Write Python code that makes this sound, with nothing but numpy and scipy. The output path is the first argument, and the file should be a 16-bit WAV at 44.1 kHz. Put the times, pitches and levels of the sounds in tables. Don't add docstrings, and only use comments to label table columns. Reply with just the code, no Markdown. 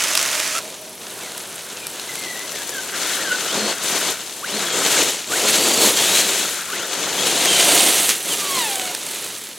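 import sys
import numpy as np
from scipy import signal
from scipy.fft import rfft, irfft, next_fast_len
from scipy.io import wavfile
from scipy.ndimage import map_coordinates

SR = 44100
rng = np.random.default_rng(int(sys.argv[2]) if len(sys.argv) > 2 else 0)


def store_pcm(level_fs):
    pcm = np.round(np.clip(level_fs, -1, 1) * 32767).astype(np.int16)
    wavfile.write(sys.argv[1], SR, np.atleast_2d(pcm).T)


N = 422478
TIME = np.arange(N) / SR
TICKS = np.arange(0, N + 64, 64) / SR
TOP_HZ = 15950


def amp(db):
    return 10 ** (np.asarray(db) / 20)


def unit(x):
    return x / np.sqrt(np.mean(x ** 2) + 1e-20)


def per_sample(ticked):
    return np.interp(TIME, TICKS, ticked)


def curves(rows):
    times, *columns = np.transpose(rows)
    return [np.interp(TIME, times, column) for column in columns]


def wobble(rate):
    knots = rng.standard_normal(int(N * rate / SR) + 4)
    return per_sample(map_coordinates(knots, [TICKS * rate]))


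def envelope(start, length, attack_s, release_s, swell_db=0):
    age = TICKS - start
    held = np.clip(age / length, 0, 1) - .5
    outside = np.maximum(-age / attack_s, (age - length) / release_s)
    return amp(swell_db * held - 20 * np.clip(outside, 0, 10))


def spells(rows, attack_s, release_s):
    return per_sample(sum(amp(db) * envelope(s, length, attack_s, release_s) for s, length, db in rows))


def filtered(x, response):
    size = next_fast_len(N + SR // 2)
    return irfft(rfft(x, size) * response(np.fft.rfftfreq(size, 1 / SR)), size)[..., :N]


def shaped(x, spectrum):
    freq_hz, gain_db = np.transpose(spectrum)
    return filtered(x, lambda hz: amp(np.interp(np.log(hz + 1), np.log(freq_hz + 1), gain_db)))


def coloured(x, spectrum):
    return unit(shaped(x, spectrum))


def tone(hz):
    return np.sqrt(2) * np.sin(2 * np.pi * np.cumsum(hz) / SR)


def boost(resonances, hz):
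    return sum(db / (1 + (2 * (hz - centre) / width) ** 2) for centre, width, db in resonances)


# freq_hz, side_minus_mid_db
STEREO_WIDTH = [(60, -16), (300, -15.5), (2000, -38), (4200, -32), (5300, -6), (7500, -8.5), (11500, -3),
                (13500, -2), (15500, -15)]
def stereo_noise():
    mid, side = rng.standard_normal((2, N))
    side = shaped(side, STEREO_WIDTH)
    return np.array([mid + side, mid - side])


def fractures(rate, spread_db, life_s, bed_db):
    struck = rng.random(N) < rate / SR
    size = amp(spread_db * np.minimum(rng.standard_normal(N), 2.2))
    power = signal.lfilter([1], [1, -np.exp(-1 / (life_s * SR))], struck * size ** 2 / rate)
    return unit(stereo_noise() * np.sqrt(power / power.mean() + amp(bed_db) ** 2))


CLOSE_DB, CLOSE_FALL_DB_PER_S, CLOSE_END_S = -19.5, 4, .594
# freq_hz, level_db
CLOSE_LEAVES = [(35, -59), (60, -25), (118, -18), (193, -15.5), (323, -5.5), (469, -8), (636, -2),
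                (749, -8), (1280, -1.5), (2770, -0.5), (4120, -3.5), (6280, -0.5), (10500, -7.5),
                (16000, -20)]
def close_rush():
    spray = fractures(rate=280, spread_db=4.5, life_s=.00052, bed_db=3.5)
    level_db = CLOSE_DB - CLOSE_FALL_DB_PER_S * TIME + .92 * wobble(59.3)
    gate = np.clip((CLOSE_END_S - TIME) / .016 + .5, 0, 1)
    return amp(level_db) * coloured(spray, CLOSE_LEAVES) * gate


# freq_hz, level_db
WOOD_AMBIENCE = [(18, -51), (30, -43), (103, -11), (227, -6.5), (266, -10.5), (404, -8.5), (600, -11),
                 (1220, -15.5), (5040, -16), (6050, -12), (6900, -69), (9220, -11.5), (16000, -27)]
def wood_hush():
    return amp(-41) * coloured(stereo_noise(), WOOD_AMBIENCE)


def far_motor():
    gain = spells([(0, .6, -44)], attack_s=.01, release_s=1)
    return gain * amp(3.9 * wobble(30.2)) * tone(630 + 18 * wobble(60.1))


# start_s, length_s, level_db
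WHISTLES = [(0, 0.85, -51), (1.9, 1.1, -49), (8.19, .05, -39)]
def controller_whistle():
    gain = spells(WHISTLES, attack_s=.04, release_s=.6)
    return gain * amp(2.4 * wobble(12)) * tone(5950 + 14 * wobble(150))


# start_s, level_db, pitch_hz
SNAPS = [(0.0388, -4.5, 6560), (0.1526, -0.5, 3560), (0.175, 2, 4450), (0.2276, -2, 6330),
         (1.3783, -13, 11500), (1.8687, -8, 10100), (1.9969, -12.5, 5000), (2.155, -10.5, 2060),
         (2.393, -16, 2000), (2.5194, -13, 5930), (2.6194, -15, 5580), (2.6928, -10.5, 5940),
         (3.7833, -14, 2940), (7.4562, -1, 2000), (7.5991, -1, 2800), (8.092, 1.5, 6390),
         (8.1004, -4, 8890), (8.5889, -4, 3230), (8.7564, -8, 8570), (8.7964, -6, 2840), (8.9494, -7, 8660),
         (9.0658, -11, 7900)]
def twigs():
    out, t = np.zeros(N + SR), np.arange(SR // 20) / SR
    thin = signal.butter(2, [1000, 12000], "band", fs=SR)
    for start, db, hz in SNAPS:
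        crack, crumble = amp(-60 * t / .011), amp(-22 - 60 * t / .05)
        burst = signal.lfilter(*thin, rng.standard_normal(len(t)) * (crack + crumble))
        ring = signal.lfilter(*signal.iirpeak(hz, 2.5, SR), burst)
        snap = ring + amp(-1) * burst
        out[round(start * SR):][:len(t)] += amp(db - 1) * snap / np.abs(snap).max()
    return out[:N]


PINION_TEETH, FULL_REVS_HZ, GEAR_FADE_S = 20, 4400, .015
# shaft_multiple, level_db
SHAFT_HARMONICS = [(1, -0.5), (2, -4.5), (3, -15)]
def gears(t, steady_hz, level_db, harmonics, flutter, rough_db, shaft_db):
    def shake(rate):
        return map_coordinates(rng.standard_normal(int(rate) + 4), [(t - t[0]) * rate], mode="mirror")

    inertia = np.sqrt(steady_hz / 2000)
    hz = steady_hz * (1 + flutter / inertia * (shake(59.8) + shake(301.3)))
    phase = 2 * np.pi * np.cumsum(hz) / SR
    turn = phase / PINION_TEETH
    imbalance = (hz / FULL_REVS_HZ) ** 4
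    mesh = phase + .5 * imbalance * np.sin(turn)
    teeth = sum(amp(db + rough_db * (shake(46.3) + shake(200.3))) * np.sin(k * mesh)
                for k, db in harmonics)
    shaft = sum(amp(db + rough_db * shake(43.6)) * np.sin(k * turn) for k, db in SHAFT_HARMONICS)
    whine = teeth + amp(shaft_db) * imbalance * shaft
    fade = np.clip(np.minimum(t - t[0], t[-1] - t) / GEAR_FADE_S, 0, 1)
    out = np.zeros(N)
    out[round(t[0] * SR):][:len(t)] = np.sqrt(2) * fade * amp(level_db) * whine
    return out


HUNT_SHARE, HUNT_RATE_HZ = .0122, 16
GEARBOX_CUTOFF_HZ, SHAFT_DB = 1100, -39.5
# mesh_multiple, level_db
LOADED_HARMONICS = [(1, 0), (2, -10)]
# centre_hz, width_hz, boost_db
GEARBOX_RING = [(1463, 150, 10.5), (3200, 560, 3)]
CHASSIS_RING = [(211.6, 9, 9.5)]
# start_s, length_s, glide_s, from_hz, to_hz, base_level_db
THROTTLE_MOVES = [(0.537, 0.06, .05, 1270, 1384, -30), (1.21, .08, 0.075, 2370, 1980, -40),
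                  (1.76, 0.12, 0.16, 2680, 2200, -43), (2.08, .07, .07, 2060, 1940, -36.5),
                  (2.164, 0.3, .2, 2110, 1980, -38), (2.521, .11, .11, 1870, 1670, -39),
                  (2.717, 0.094, .08, 1700, 1570, -35), (3.191, 0.174, .125, 1903, 1470, -33),
                  (3.475, .25, .12, 2900, 4265, -33.5), (4.395, 0.2, .17, 700, 4260, -34.5),
                  (4.575, .2, 0.12, 4150, 3240, -36.5), (5.291, .14, .22, 1132, 4400, -33),
                  (5.46, .3, 0.25, 4260, 4650, -30), (5.759, .135, .12, 4620, 4230, -28),
                  (5.961, .33, .22, 3140, 4030, -31), (6.681, 0.177, .22, 1050, 4100, -36.5),
                  (7.17, 0.072, 0.099, 3200, 3450, -34.5), (7.45, 0.18, .3, 3240, 2800, -28.5),
                  (8.275, 0.085, .09, 3470, 2780, -33)]
def throttle_whine():
    out = np.zeros(N)
    for start, length, glide, from_hz, to_hz, db in THROTTLE_MOVES:
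        on = (TIME >= start) & (TIME < start + length)
        t = TIME[on]
        progress = np.clip((t - start) / glide, 0, 1)
        hz = from_hz + (to_hz - from_hz) * np.sin(np.pi / 2 * progress) ** 2
        hz *= 1 + HUNT_SHARE * progress * wobble(HUNT_RATE_HZ)[on]
        bass_loss_db = 10 * np.log10(1 + (GEARBOX_CUTOFF_HZ / hz) ** 4)
        level_db = db + boost(GEARBOX_RING, hz) - bass_loss_db
        hum_db = SHAFT_DB + boost(CHASSIS_RING, hz / PINION_TEETH) - level_db
        out += gears(t, hz, level_db, LOADED_HARMONICS, flutter=.012, rough_db=2.7, shaft_db=hum_db)
    return out


PUSH_ATTACK_S = .089
DRIVE_RUN_OUT = .76
REBOUND_DB, REBOUND_S = -9, 1.0
# crunch_db, crackle_db, rumble_db, rasp_db
SETTLING = (-41.5, -42.5, -47, -62)
# start_s, length_s, run_out_s (per 20 dB), swell_db, crunch_db, crackle_db, rumble_db, rasp_db
PUSHES = [(0.59, 0.11, 0.9, -1, -35, -40, -39, -57), (1.022, .38, 1, 1, -34.5, -36.5, -39, -55),
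          (1.515, 0.59, 5, 0, -35.5, -38.5, -42.5, -52), (1.976, 1, 7, 1, -31.5, -34.5, -38, -52),
          (2.96, 0.64, 0.7, -0.5, -26, -32.5, -33.5, -48), (3.554, .16, 0.1, -1, -23.5, -33, -26.5, -45),
          (3.842, .255, 0.14, 0.5, -22, -28.5, -29.5, -43), (4.481, 0.15, 0.5, 5.5, -26, -33, -31, -45),
          (4.737, 0.27, 0.32, 5.5, -20.5, -28.5, -28, -24.5), (5.327, 0.51, 0.8, 2, -20, -25, -26, -26),
          (5.819, 0.078, 0.1, -1.5, -16, -18, -22, -19.5), (5.973, 0.35, 0.62, -1, -19, -23.5, -28, -28.5),
          (6.74, 0.57, 0.4, 6, -25.5, -32.5, -31.5, -45), (8.293, 0.29, 1.4, -0.5, -25, -25.5, -32.5, -45),
          (8.747, 0.204, 0, -1, -28, -31.5, -34, -50), (8.98, .32, 0.64, -1.5, -30.5, -31.5, -40, -56)]
def crawler_effort():
    gains = np.outer(amp(SETTLING), np.ones(len(TICKS)))
    is_leaf = np.array([[True], [True], [False], [False]])
    for start, length, run_out, swell_db, *levels_db in PUSHES:
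        release_s = run_out * np.where(is_leaf, 1, DRIVE_RUN_OUT)
        push = envelope(start, length, PUSH_ATTACK_S, release_s, swell_db)
        rebound = is_leaf * amp(REBOUND_DB) * envelope(start, length, PUSH_ATTACK_S, REBOUND_S, swell_db)
        gains = np.maximum(gains, amp(levels_db)[:, None] * np.maximum(push, rebound))
    uneven_ground = amp(.72 * wobble(11))
    return [per_sample(gain) * uneven_ground for gain in gains]


def rasp(gain, modes):
    def housing(hz):
        ring = sum((-1) ** k * amp(db) * 1j * hz * width / (centre ** 2 - hz ** 2 + 1j * hz * width)
                   for k, (centre, width, db) in enumerate(modes))
        return ring * hz ** 2 / (hz ** 2 + 220 ** 2)

    chatter = fractures(rate=600, spread_db=9.5, life_s=.0028, bed_db=-2.5)
    return gain * unit(filtered(chatter, housing))


# centre_hz, width_hz, level_db
CRAWLER_MODES = [(388, 160, 12), (4280, 450, -2), (7200, 1160, 5.5)]
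def crawler_rasp(load):
    return rasp(load, CRAWLER_MODES)


# freq_hz, level_db
LEAF_CRUNCH = [(500, -30.5), (850, -6), (994, -12), (1130, -11.5), (1230, -3.5), (1900, -1.5), (2030, -1),
               (2520, -0.5), (3150, 1.5), (4100, 1.5), (5190, -3.5), (6500, 1), (8800, -6.5), (11400, -35),
               (19400, -120)]
LEAF_CRACKLE = [(4410, -51), (7500, -1), (10700, -1.5), (15100, -12), (16000, -14)]
CHASSIS_RUMBLE = [(29, -66), (50, -32.5), (200, -4.5), (242, -7.5), (298, -3), (391, 0), (561, -2),
                  (727, -3), (828, -8), (954, -4.5), (1100, -7.5), (1430, -14), (2420, -120)]
# middle_s, length_s, crunch_db
SLIPS = [(3.12, .12, -26.5), (4.865, 0.023, -22.5), (4.922, 0.045, -19.5), (5.022, .03, -22),
         (5.094, .03, -23.5), (5.491, .035, -17.5), (5.552, 0.045, -16.5), (6.178, .06, -16.5),
         (7.27, 0.025, -19.5), (7.607, 0.02, -18), (8.11, 0.043, -20), (8.407, 0.034, -24), (8.6, .04, -26)]
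def tyres(crunch_gain, crackle_gain, rumble_gain):
    slip = per_sample(sum(amp(db) * np.exp(-2 * ((TICKS - s) / length) ** 2) for s, length, db in SLIPS))
    crunch_gain = np.hypot(crunch_gain, slip)
    crackle_gain = np.hypot(crackle_gain, amp(-4) * slip)
    clump = amp(.8 * wobble(45))
    busy = np.clip(crunch_gain / amp(-25), amp(-12), amp(8))
    crunch = fractures(rate=650 * busy, spread_db=5, life_s=.0014, bed_db=3.5)
    crackle = fractures(rate=450 * busy, spread_db=4.5, life_s=.00077, bed_db=2)
    leaves = crunch_gain * clump * coloured(crunch, LEAF_CRUNCH)
    leaves += crackle_gain * amp(wobble(45)) * coloured(crackle, LEAF_CRACKLE)
    knocks = fractures(rate=120, spread_db=.5, life_s=.0068, bed_db=1.5)
    chassis = rumble_gain * clump * coloured(knocks, CHASSIS_RUMBLE)
    return (leaves + chassis) * (TIME > CLOSE_END_S)


# centre_hz, width_hz, level_db
SERVO_MODES = [(1470, 330, 4.5), (3600, 660, -15)]
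# start_s, length_s, level_db
STEERING = [(1.1, 1.8, -44.5), (2.95, 1.18, -33), (4.6, 0.39, -30.5), (6.45, 0.67, -34.5)]
def steering_servo():
    return rasp(spells(STEERING, attack_s=.15, release_s=.11), SERVO_MODES)


DART_START_S, DART_NEAREST_S, DART_END_S = 7.26, 7.734, 8.01
DART_DISTANCE_M, DART_SPEED_M_S = .57, 2.5
# crunch_db, crackle_db, rumble_db, rasp_db
DART_LEVELS = (-16, -18.5, -24, -18)
def darter_effort():
    past_m = DART_SPEED_M_S * (TICKS - DART_NEAREST_S)
    distance_m = np.hypot(past_m, DART_DISTANCE_M)
    near = DART_DISTANCE_M / distance_m
    driving = envelope(DART_START_S, DART_END_S - DART_START_S, PUSH_ATTACK_S, release_s=.51)
    behind = past_m / distance_m
    spray = amp(4.5 * behind)
    shaded = amp(-2 * np.maximum(behind, 0))
    gear_reach = near ** 1.36
    gains = [near, near * spray, near * shaded, gear_reach * shaded]
    return [per_sample(amp(db) * driving * gain) for db, gain in zip(DART_LEVELS, gains)]


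# centre_hz, width_hz, level_db
DARTER_MODES = [(313, 68, 1), (720, 98, 4), (2050, 180, -3), (3120, 740, -1), (9000, 1150, -1.5)]
def darter_rasp(load):
    return rasp(load, DARTER_MODES)


# mesh_multiple, level_db
COAST_HARMONICS = [(1, -1.5), (2, -8), (3, -8), (4, -5), (5, -12), (6, -18)]
# time_s, pitch_hz, level_db
WIND_DOWN = [(8.36, 1230, -43), (8.45, 1158, -36), (8.54, 1090, -28), (8.6, 990, -28), (8.66, 875, -27.5),
             (8.72, 788, -32), (8.8, 755, -36), (8.93, 717, -33.5)]
def coasting_whine():
    hz, db = curves(WIND_DOWN)
    on = (TIME >= WIND_DOWN[0][0]) & (TIME < WIND_DOWN[-1][0])
    return gears(TIME[on], hz[on], db[on], COAST_HARMONICS, flutter=.004, rough_db=1.8, shaft_db=-10)


# freq_hz, weight_db
BODY_SHADE = [(1800, -37), (2800, -10), (4300, -3.5), (5400, 3.5), (7200, 1), (10000, -0.5), (13000, -10),
              (15500, -16)]
# time_s, pan_db
TRUCK_PATH = [(0, -2.5), (.57, -2.6), (.66, 0), (1.95, 1.3), (2.4, 4.6), (3, 5.5), (4.8, 4.5), (5.15, 2.5),
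              (5.9, 1), (6.95, 6), (7.45, 2), (7.8, -1), (9.58, -1)]
def panned(x):
    pan_db, = curves(TRUCK_PATH)
    mid, side = (x[0] + x[1]) / 2, (x[0] - x[1]) / 2
    lean = (amp(pan_db) - 1) / (amp(pan_db) + 1)
    side = lean * shaped(mid, BODY_SHADE) + side * (.066 + .13 * np.abs(pan_db))
    return np.array([mid + side, mid - side])


def scene():
    *crawler_tyres, crawler_load = crawler_effort()
    *darter_tyres, darter_load = darter_effort()
    drive = crawler_rasp(crawler_load) + darter_rasp(darter_load) + steering_servo()
    litter = tyres(*np.hypot(crawler_tyres, darter_tyres)) + close_rush() + twigs()
    trucks = panned(litter + drive + coasting_whine() + throttle_whine())
    return trucks + wood_hush() + far_motor() + controller_whistle()


def record(dry):
    return filtered(np.clip(dry, -1, 1), lambda hz: hz < TOP_HZ)


dry = scene()
out = record(dry)
store_pcm(out)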